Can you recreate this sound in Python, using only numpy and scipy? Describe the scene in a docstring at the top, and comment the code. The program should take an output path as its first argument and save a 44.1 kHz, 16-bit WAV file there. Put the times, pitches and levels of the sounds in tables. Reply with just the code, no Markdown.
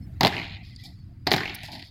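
"""Drill squad on a paved yard

The squad stamps twice, boots landing milliseconds apart; each sole thuds, claps and cracks.
A glass front throws the stamps back and the yard rings on. Lighter steps, scuffs and a chink of
metal follow as the squad moves off, over a low outdoor rumble and a distant bird."""
import sys
import numpy as np
from scipy import signal
from scipy.fft import rfft, irfft, next_fast_len
from scipy.io import wavfile
from scipy.ndimage import uniform_filter1d

SR = 44100
rng = np.random.default_rng(int(sys.argv[2]) if len(sys.argv) > 2 else 0)


def output_pcm(signal):
    """Save a mono or channel-first signal as 16-bit PCM at the path in sys.argv[1].

    Samples are clipped to [-1, 1] before scaling.
    """
    pcm = np.clip(np.atleast_2d(signal).T, -1, 1) * 32767
    wavfile.write(sys.argv[1], SR, np.round(pcm).astype(np.int16))


N = 83790

# The five parts of a footfall: thud, clap, knock, crack, grit. 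Each row: low and high edge in Hz,
# decay in seconds, ring level in dB, yard reverb level in dB, yard reverb time (T60) in seconds.
BOOT_PARTS = [(68.3, 446, 0.0061, -25.5, -10, 0.46), (623, 1315, 0.0022, -10.5, -12.5, 0.62),
              (1296, 2996, 0.0013, -11, -8.5, 0.91), (3164, 5330, 0.0015, -19.5, -14, 1),
              (6020, 14100, 0.0019, -14, -10.5, 1)]
# Tone of a boot stamped on paving. Each row: frequency in Hz, gain in dB.
STAMP_EQ = [(60, -19), (140, 2), (280, -1), (390, -2), (500, -9.5), (640, -3.5), (820, -0.5), (1000, -9.5),
            (1300, -18), (1700, -11.5), (2000, -8.5), (2600, -16), (3300, -8.5), (4100, 2), (5000, -2.5),
            (5700, -14), (7000, -22.5), (9000, -29), (13000, -21.5), (16000, -23)]
# Hollow tone of a light step or scuff. Each row: frequency in Hz, gain in dB.
STEP_EQ = [(60, -3.5), (150, -4.5), (300, 4.5), (480, -27), (620, 0.5), (740, 0.5), (920, -1), (1250, -32),
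           (1650, -13), (2000, -5.5), (2170, -13), (2350, -10.5), (2750, -12), (3400, -6.5), (4400, -2),
           (5100, -6), (5800, -20), (7000, -22), (8800, -26.5), (10500, -23.5), (16000, -25.5)]


def stamps(push_s=0.0016, push_db=-2, pitch_spread=0.02):
    """The squad's boots come down almost together, each with its own pitch and a push of air."""
    # Each row: start in seconds, decay multiplier, then thud, clap, knock, crack and grit in dB.
    landings = [(0.2086, 1.55, -23, -17, -22.5, -24, -36.5), (0.2319, 0.72, -22, -25, -30.5, -24, -38),
                (0.2337, 0.32, -26, -41, -26, -27, -36), (.2380, 1.2, -25.5, -26.5, -26, -37, -42),
                (.2478, 1.7, -22, -17.5, -31.5, -28, -48), (0.2492, 0.53, -23, -21, -21, -26, -37),
                (0.2529, 1.16, -24.5, -26.5, -27, -35, -46), (0.26, 1.2, -27, -31, -32, -28, -37),
                (0.2689, 1.1, -26.5, -49, -25, -30.5, -48), (0.2706, 0.35, -37, -28.5, -25.5, -26.5, -34),
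                (0.2771, 0.73, -36.5, -42, -37.5, -30, -39.5), (1.2681, 2.7, -25, -26.5, -28.5, -26.5, -46),
                (1.2718, 0.53, -32, -28, -23.5, -23, -36), (1.3162, 0.2, -23.5, -29, -24.5, -19.5, -49),
                (1.3184, 0.42, -26.5, -31, -22, -29, -36.5), (1.3248, 1.14, -25, -30, -32, -35, -35.5),
                (1.3322, 0.49, -32, -65, -46, -30, -33), (1.3380, 0.37, -22, -25, -22.5, -24.5, -45.5),
                (1.3428, 1.54, -24.5, -25, -25, -36, -36.5), (1.3627, 1.5, -28, -30.5, -31.5, -34.5, -36)]
    out = np.zeros(N)
    age = np.arange(4096) / SR / push_s
    push = np.e * age * (1 - age / 2) * np.exp(-age)  # the weight under the thud
    for start, stretch, *levels_db in landings:
        eq = np.array(STAMP_EQ) * [np.exp(pitch_spread * rng.standard_normal()), 1]
        add(out, start, footfall(levels_db, eq, stretch) + undb(levels_db[0] + push_db) * push)
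    return out


def footfall(levels_db, eq, stretch, roll_s=0, ring_s=0.019, strike=3.92):
    """One sole meets the paving: a sharp contact or a soft roll, a short crush, a ring."""
    t = np.arange(4096) / SR
    _, _, decay, ring_db, _, _ = np.array(BOOT_PARTS).T[:, :, None]
    envelope = np.exp(-t / (decay * stretch)) + undb(ring_db) * np.exp(-t / (ring_s * stretch))
    bursts = rng.standard_normal((len(BOOT_PARTS), len(t))) * envelope
    if roll_s:
        bursts *= 1 - np.exp(-t / roll_s)
    else:
        bursts[:, 0] += strike
    parts = [band(x, *row[:2]) for x, row in zip(colour(bursts, eq), BOOT_PARTS)]
    # Each level sets the part's energy, as if spread over 10 ms.
    return sum(undb(db) * x / np.sqrt(np.sum(x ** 2) / (.01 * SR)) for x, db in zip(parts, levels_db))


def steps(roll_s=0.0007):
    """Light steps and heel taps roll onto the ground, the longer ones more slowly."""
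    # Each row: start in seconds, decay multiplier, then thud, clap, knock, crack and grit in dB.
    landings = [(.836, 2.9, -53, -59.5, -58, -53, -52), (.854, 2.4, -55.5, -63.5, -63.5, -43, -61),
                (0.889, 3, -62, -64, -63, -68, -67), (1.6325, 1.1, -48, -44.5, -40.5, -66, -47.5),
                (1.683, 1.1, -54, -42.5, -45.5, -54, -63), (1.701, 8, -46, -47, -56, -53, -74),
                (1.726, 4.7, -41.5, -45, -42.5, -45, -57), (1.751, 3.1, -42, -44.5, -45, -42.5, -62.5),
                (1.793, 2.5, -46, -83, -44.5, -53, -67.5), (1.821, 1.14, -56, -82, -49.5, -53, -67),
                (1.8253, 0.16, -51, -70, -48, -43, -62)]
    out = np.zeros(N)
    for start, stretch, *levels_db in landings:
        add(out, start, footfall(levels_db, STEP_EQ, stretch, roll_s * stretch))
    return out


def scuffs(grain_db=3):
    """Soles slide and trousers swish: grainy friction that swells and dies away."""
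    # Each row: start, rise and decay in seconds, then knock, crack and grit in dB.
    slides = [(.630, 0.0084, 0.13, -58, -52, -61.5), (.775, 0.023, 0.049, -58, -50, -61.5),
              (0.829, 0.028, 0.021, -61.5, -44, -53.5), (.86, 0.033, 0.17, -70, -61.5, -67),
              (1.304, 0.0069, 0.0023, -42, -31, -41), (1.372, 0.0086, 0.0099, -28, -30, -65),
              (1.632, 0.024, 0.037, -46.5, -42, -52), (1.715, 0.0039, 0.065, -67, -41, -53),
              (1.83, 0.018, 0.053, -70, -50.5, -61)]
    out, t = np.zeros(N), np.arange(SR // 2) / SR
    for start, rise, decay, *levels_db in slides:
        grain = unit(uniform_filter1d(rng.standard_normal(len(t)), size=90))
        rub = colour(rng.standard_normal(len(t)) * undb(grain_db * grain), STEP_EQ)
        swell = np.minimum(t / rise, 1) * np.exp(-np.maximum(t - rise, 0) / decay)
        parts = [undb(db) * unit(band(rub, *row[:2])) for row, db in zip(BOOT_PARTS[2:], levels_db)]
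        add(out, start, swell * sum(parts))
    return out


def rings(wander_hz=40, rise_s=0.0054):
    """Narrow, hollow resonances linger after a boot lands."""
    # Each row: start and decay in seconds, pitch in Hz, level in dB.
    resonances = [(.209, 0.019, 822, -22.5), (.712, .03, 2030, -52.5), (.785, 0.084, 1988, -55.5),
                  (.825, .04, 2350, -53), (.842, 0.017, 787, -52), (.868, 0.031, 701, -55.5),
                  (1.27, 0.02, 739, -25.5), (1.682, 0.012, 871, -39.5)]
    out, t = np.zeros(N), np.arange(SR // 4) / SR
    for start, decay, hz, db in resonances:
        tone = sine(hz + wander_hz * drift(len(t)))
        envelope = (1 - np.exp(-t / rise_s)) * np.exp(-t / decay)
        add(out, start, undb(db) * envelope * tone)
    return out


def ticks():
    """Heel plates and gear click, with no body below the treble."""
    # Each row: start and decay in seconds, low and high edge in Hz, level in dB.
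    contacts = [(.2092, 0.0013, 13000, 16000, -27.5), (.2090, 0.00096, 4400, 6800, -23.5),
                (.7612, 0.0024, 4500, 4960, -41), (.7615, 0.0011, 5000, 9200, -49)]
    out, t = np.zeros(N), np.arange(SR // 20) / SR
    for start, decay, lo, hi, db in contacts:
        click = band(rng.standard_normal(len(t)) * np.exp(-t / decay), lo, hi)
        add(out, start, undb(db) * click / np.sqrt(np.sum(click ** 2) / (decay * SR)))
    return out


def chinks():
    """Small metal fittings brush together in a brief, bright chink."""
    # Each row: start and length in seconds, level in dB.
    touches = [(1.542, .018, -35)]
    # Tone of the fittings. Each row: frequency in Hz, gain in dB.
    metal_eq = [(3000, -31), (5000, 6), (7000, -20), (8800, -9.5), (10000, 2.5), (11000, -4.5), (12800, 1),
                (14300, -2), (15500, -5)]
    out = np.zeros(N)
    for start, length, db in touches:
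        swell = np.hanning(int(length * SR))
        shimmer = unit(colour(rng.standard_normal(SR), metal_eq))[:len(swell)]
        add(out, start, undb(db) * swell * shimmer)
    return out


def echoes(focus_db=9, width_hz=1095):
    """The glass front throws back thinner slaps, each focused around one frequency."""
    # Each row: start in seconds, decay multiplier, level in dB, focus centre in Hz.
    slaps = [(0.293, 1.9, -38, 3700), (0.3250, 0.7, -36, 1920), (.335, 0.59, -33, 1990),
             (.342, 0.88, -39, 2100), (0.347, 2, -34.5, 2490), (0.3665, 0.83, -29.5, 2540),
             (0.3806, 0.17, -30.5, 2570), (.389, 0.25, -32.5, 2400), (0.3979, 0.44, -31, 2500),
             (0.415, 1.5, -34, 2560), (0.429, 1, -39, 3400), (0.443, 0.83, -37.5, 2770),
             (1.382, 1.4, -32, 1770), (1.4053, 1.7, -27.5, 1420), (1.413, 0.99, -35.5, 1760),
             (1.429, 1.9, -41.5, 1750), (1.4335, 1.4, -32.5, 2140), (1.456, 0.22, -29, 2670),
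             (1.461, 1.1, -37.5, 2440), (1.478, 0.52, -34, 2650), (1.483, 7.7, -35.5, 3300),
             (1.496, 2.8, -31.5, 2600)]
    # Balance of a slap: offsets in dB for thud, clap, knock, crack and grit.
    balance_db = [-8.5, -13, -7, -11, -27]
    out = np.zeros(N)
    for start, stretch, db, hz in slaps:
        slap = footfall(db + np.array(balance_db), STAMP_EQ, stretch)
        focus = band(slap, hz - width_hz / 2, hz + width_hz / 2)
        add(out, start, slap + undb(focus_db) * focus)
    return out


def rattle(x, count=14, delay_s=.14, spread_s=0.079, level_db=-16.5):
    """The building's edges, likely its window frames, return the stamps as tiny, separate clicks."""
    response = np.zeros(SR // 2)
    for delay in np.clip(delay_s + spread_s * rng.standard_normal(count), .04, .4):
        add(response, delay, np.ones(1) / np.sqrt(count))
    return undb(level_db) * band(signal.fftconvolve(x, response)[:N], lo_hz=2004, hi_hz=4500)


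def yard_reverb(x, build_s=0.027):
    """Scattered reflections build up, then fade at a different rate in each band."""
    # Tone of the yard's tail. Each row: frequency in Hz, gain in dB.
    yard_eq = [(100, -6), (250, -2), (430, 0.5), (800, -1.5), (1250, 1), (1800, -3), (2350, -0.5),
               (3000, -1), (4500, -9), (6000, -0.5), (10000, -3), (15000, -11)]
    t = np.arange(SR) / SR
    response = np.zeros(SR)
    for lo, hi, _, _, db, t60 in BOOT_PARTS:
        envelope = (1 - np.exp(-t / build_s)) * np.exp(-np.log(1000) * t / t60)
        tail = band(rng.standard_normal(SR), lo, hi) * envelope
        response += undb(db) * unit(tail) * np.sqrt(2 * (hi - lo)) / SR
    return signal.fftconvolve(x, colour(response, yard_eq))[:N]


def outdoors():
    """A bed of low rumble and a faint hiss of air."""
    # Tone of each layer. Each row: frequency in Hz, gain in dB.
    rumble_eq = [(20, -13.5), (40, -8), (65, -1), (95, 5), (130, -1), (200, -10.5), (300, -16), (380, -30),
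                 (460, -39), (900, -52.5)]
    air_eq = [(200, 2.5), (500, -5), (700, 3), (950, 3.5), (2000, 4), (3500, -5), (4700, -7.5), (5800, -14),
              (10000, -16), (16000, -15)]
    # Fader moves for each layer. Each row: time in seconds, level in dB.
    rumble_fader = [(0, -34), (.1, -37.5), (.35, -38.5), (.65, -42.5), (.95, -44.5), (1.2, -43),
                    (1.55, -43.5), (1.9, -50.5)]
    air_fader = [(0, -56.5), (.2, -55), (.65, -60.5), (1.9, -58)]
    rumble = unit(colour(rng.standard_normal(N), rumble_eq)) * fader(rumble_fader)
    air = unit(colour(rng.standard_normal(N), air_eq)) * fader(air_fader)
    return rumble + air


def hoots(length_s=0.078):
    """A hollow note, probably a distant bird, repeats twice a second."""
    # Each row: start in seconds, pitch in Hz, level in dB.
    calls = [(.075, 652, -64), (.565, 731, -59), (1.07, 705.5, -63.5), (1.59, 706, -58)]
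    out = np.zeros(N)
    for start, hz, db in calls:
        add(out, start, undb(db) * note(length_s, hz, hz, waver=0.044))
    return out


def whistles():
    """Thin, wavering high tones sit far in the background."""
    # Each row: start and length in seconds, first and last pitch in Hz, level in dB.
    glides = [(0.005, 0.063, 5160, 5250, -67), (0.01, 0.047, 4300, 4340, -73),
              (.08, 0.036, 5000, 4880, -83), (.93, 0.127, 4500, 4440, -68.5), (1.06, 0.15, 4560, 4590, -79),
              (1.17, 0.12, 4750, 5030, -74.5)]
    out = np.zeros(N)
    for start, length, start_hz, end_hz, db in glides:
        add(out, start, undb(db) * note(length, start_hz, end_hz, waver=0.0082))
    return out


def note(length_s, start_hz, end_hz, waver):
    """A soft gliding tone that wavers by a fraction of its pitch."""
    swell = signal.windows.tukey(int(length_s * SR), .8)
    glide_hz = np.linspace(start_hz, end_hz, len(swell))
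    return swell * sine(glide_hz * (1 + waver * drift(SR)[:len(swell)]))


def sine(hz):
    """A tone with an rms of 1 that follows a pitch curve."""
    return np.sqrt(2) * np.sin(2 * np.pi * np.cumsum(hz) / SR)


def drift(samples):
    """A quick random wobble with an rms of 1."""
    return unit(band(rng.standard_normal(samples), lo_hz=10, hi_hz=70))


def colour(x, points):
    """Minimum-phase EQ through (Hz, dB) points, so attacks stay sharp."""
    length = x.shape[-1]
    size = 2 * next_fast_len(length)
    hz, db = np.array(points, float).T
    gain = undb(np.interp(np.log(np.fft.rfftfreq(size, 1 / SR) + 1), np.log(hz), db))
    cepstrum = irfft(np.log(gain))
    cepstrum[1:size // 2] *= 2
    cepstrum[size // 2 + 1:] = 0
    return irfft(rfft(x, size) * np.exp(rfft(cepstrum)))[..., :length]


def band(x, lo_hz, hi_hz):
    """Third-order band-pass."""
    size = 2 * next_fast_len(len(x))
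    hz = np.fft.rfftfreq(size, 1 / SR) + 1
    s = 1j * (hz ** 2 - lo_hz * hi_hz) / (hz * (hi_hz - lo_hz))
    return irfft(rfft(x, size) / ((s + 1) * (s * s + s + 1)))[:len(x)]


def fader(points):
    """Gain along (seconds, dB) points."""
    return undb(np.interp(np.arange(N) / SR, *np.array(points).T))


def add(out, start_s, x):
    """Mix x into out from a given time."""
    i = int(start_s * SR)
    out[i:i + len(x)] += x[:len(out) - i]


def undb(db):
    """Decibels to gain."""
    return 10 ** (np.asarray(db) / 20)


def unit(x):
    """Scale to an rms of 1."""
    return x / np.sqrt(np.mean(x ** 2))


def suppress_noise(x, size=512, max_cut_db=-13.5):
    """A soft spectral gate turns down each frequency while it stays under the threshold."""
    # Each row: frequency in Hz, threshold in dB per Hz.
    threshold = [(100, -86.5), (300, -84.5), (500, -98.5), (750, -90.5), (1200, -84.5), (2000, -87.5),
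                 (2900, -89), (4500, -100), (6500, -103), (16000, -106)]
    threshold_hz, threshold_db = np.array(threshold, float).T
    hz, _, spectrum = signal.stft(x, SR, nperseg=size, scaling="psd")
    power = uniform_filter1d(2 * abs(spectrum) ** 2, size=3, axis=0)
    power = uniform_filter1d(power, size=3, axis=1)
    limit = undb(np.interp(np.log(hz + 1), np.log(threshold_hz), threshold_db))[:, None] ** 2
    opening = power ** 2 / (power ** 2 + limit ** 2)
    gated = spectrum * undb(max_cut_db * (1 - opening))
    return signal.istft(gated, SR, nperseg=size, scaling="psd")[1][:N]


def scene():
    """Boots and their echoes feed the yard's reverb; ticks and background stay dry. Mono."""
    squad = stamps()
    boots = squad + echoes() + rattle(squad) + steps() + scuffs() + rings() + chinks()
    return (boots + yard_reverb(boots) + ticks() + outdoors() + whistles() + hoots())[None]


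def record(dry):
    """The recorder suppresses faint noise and cuts the top above 16 kHz."""
    lowpass = signal.ellip(10, .2, 80, 16000, fs=SR, output="sos")
    return signal.sosfilt(lowpass, suppress_noise(dry[0])[None])


dry = scene()
out = record(dry)
output_pcm(out)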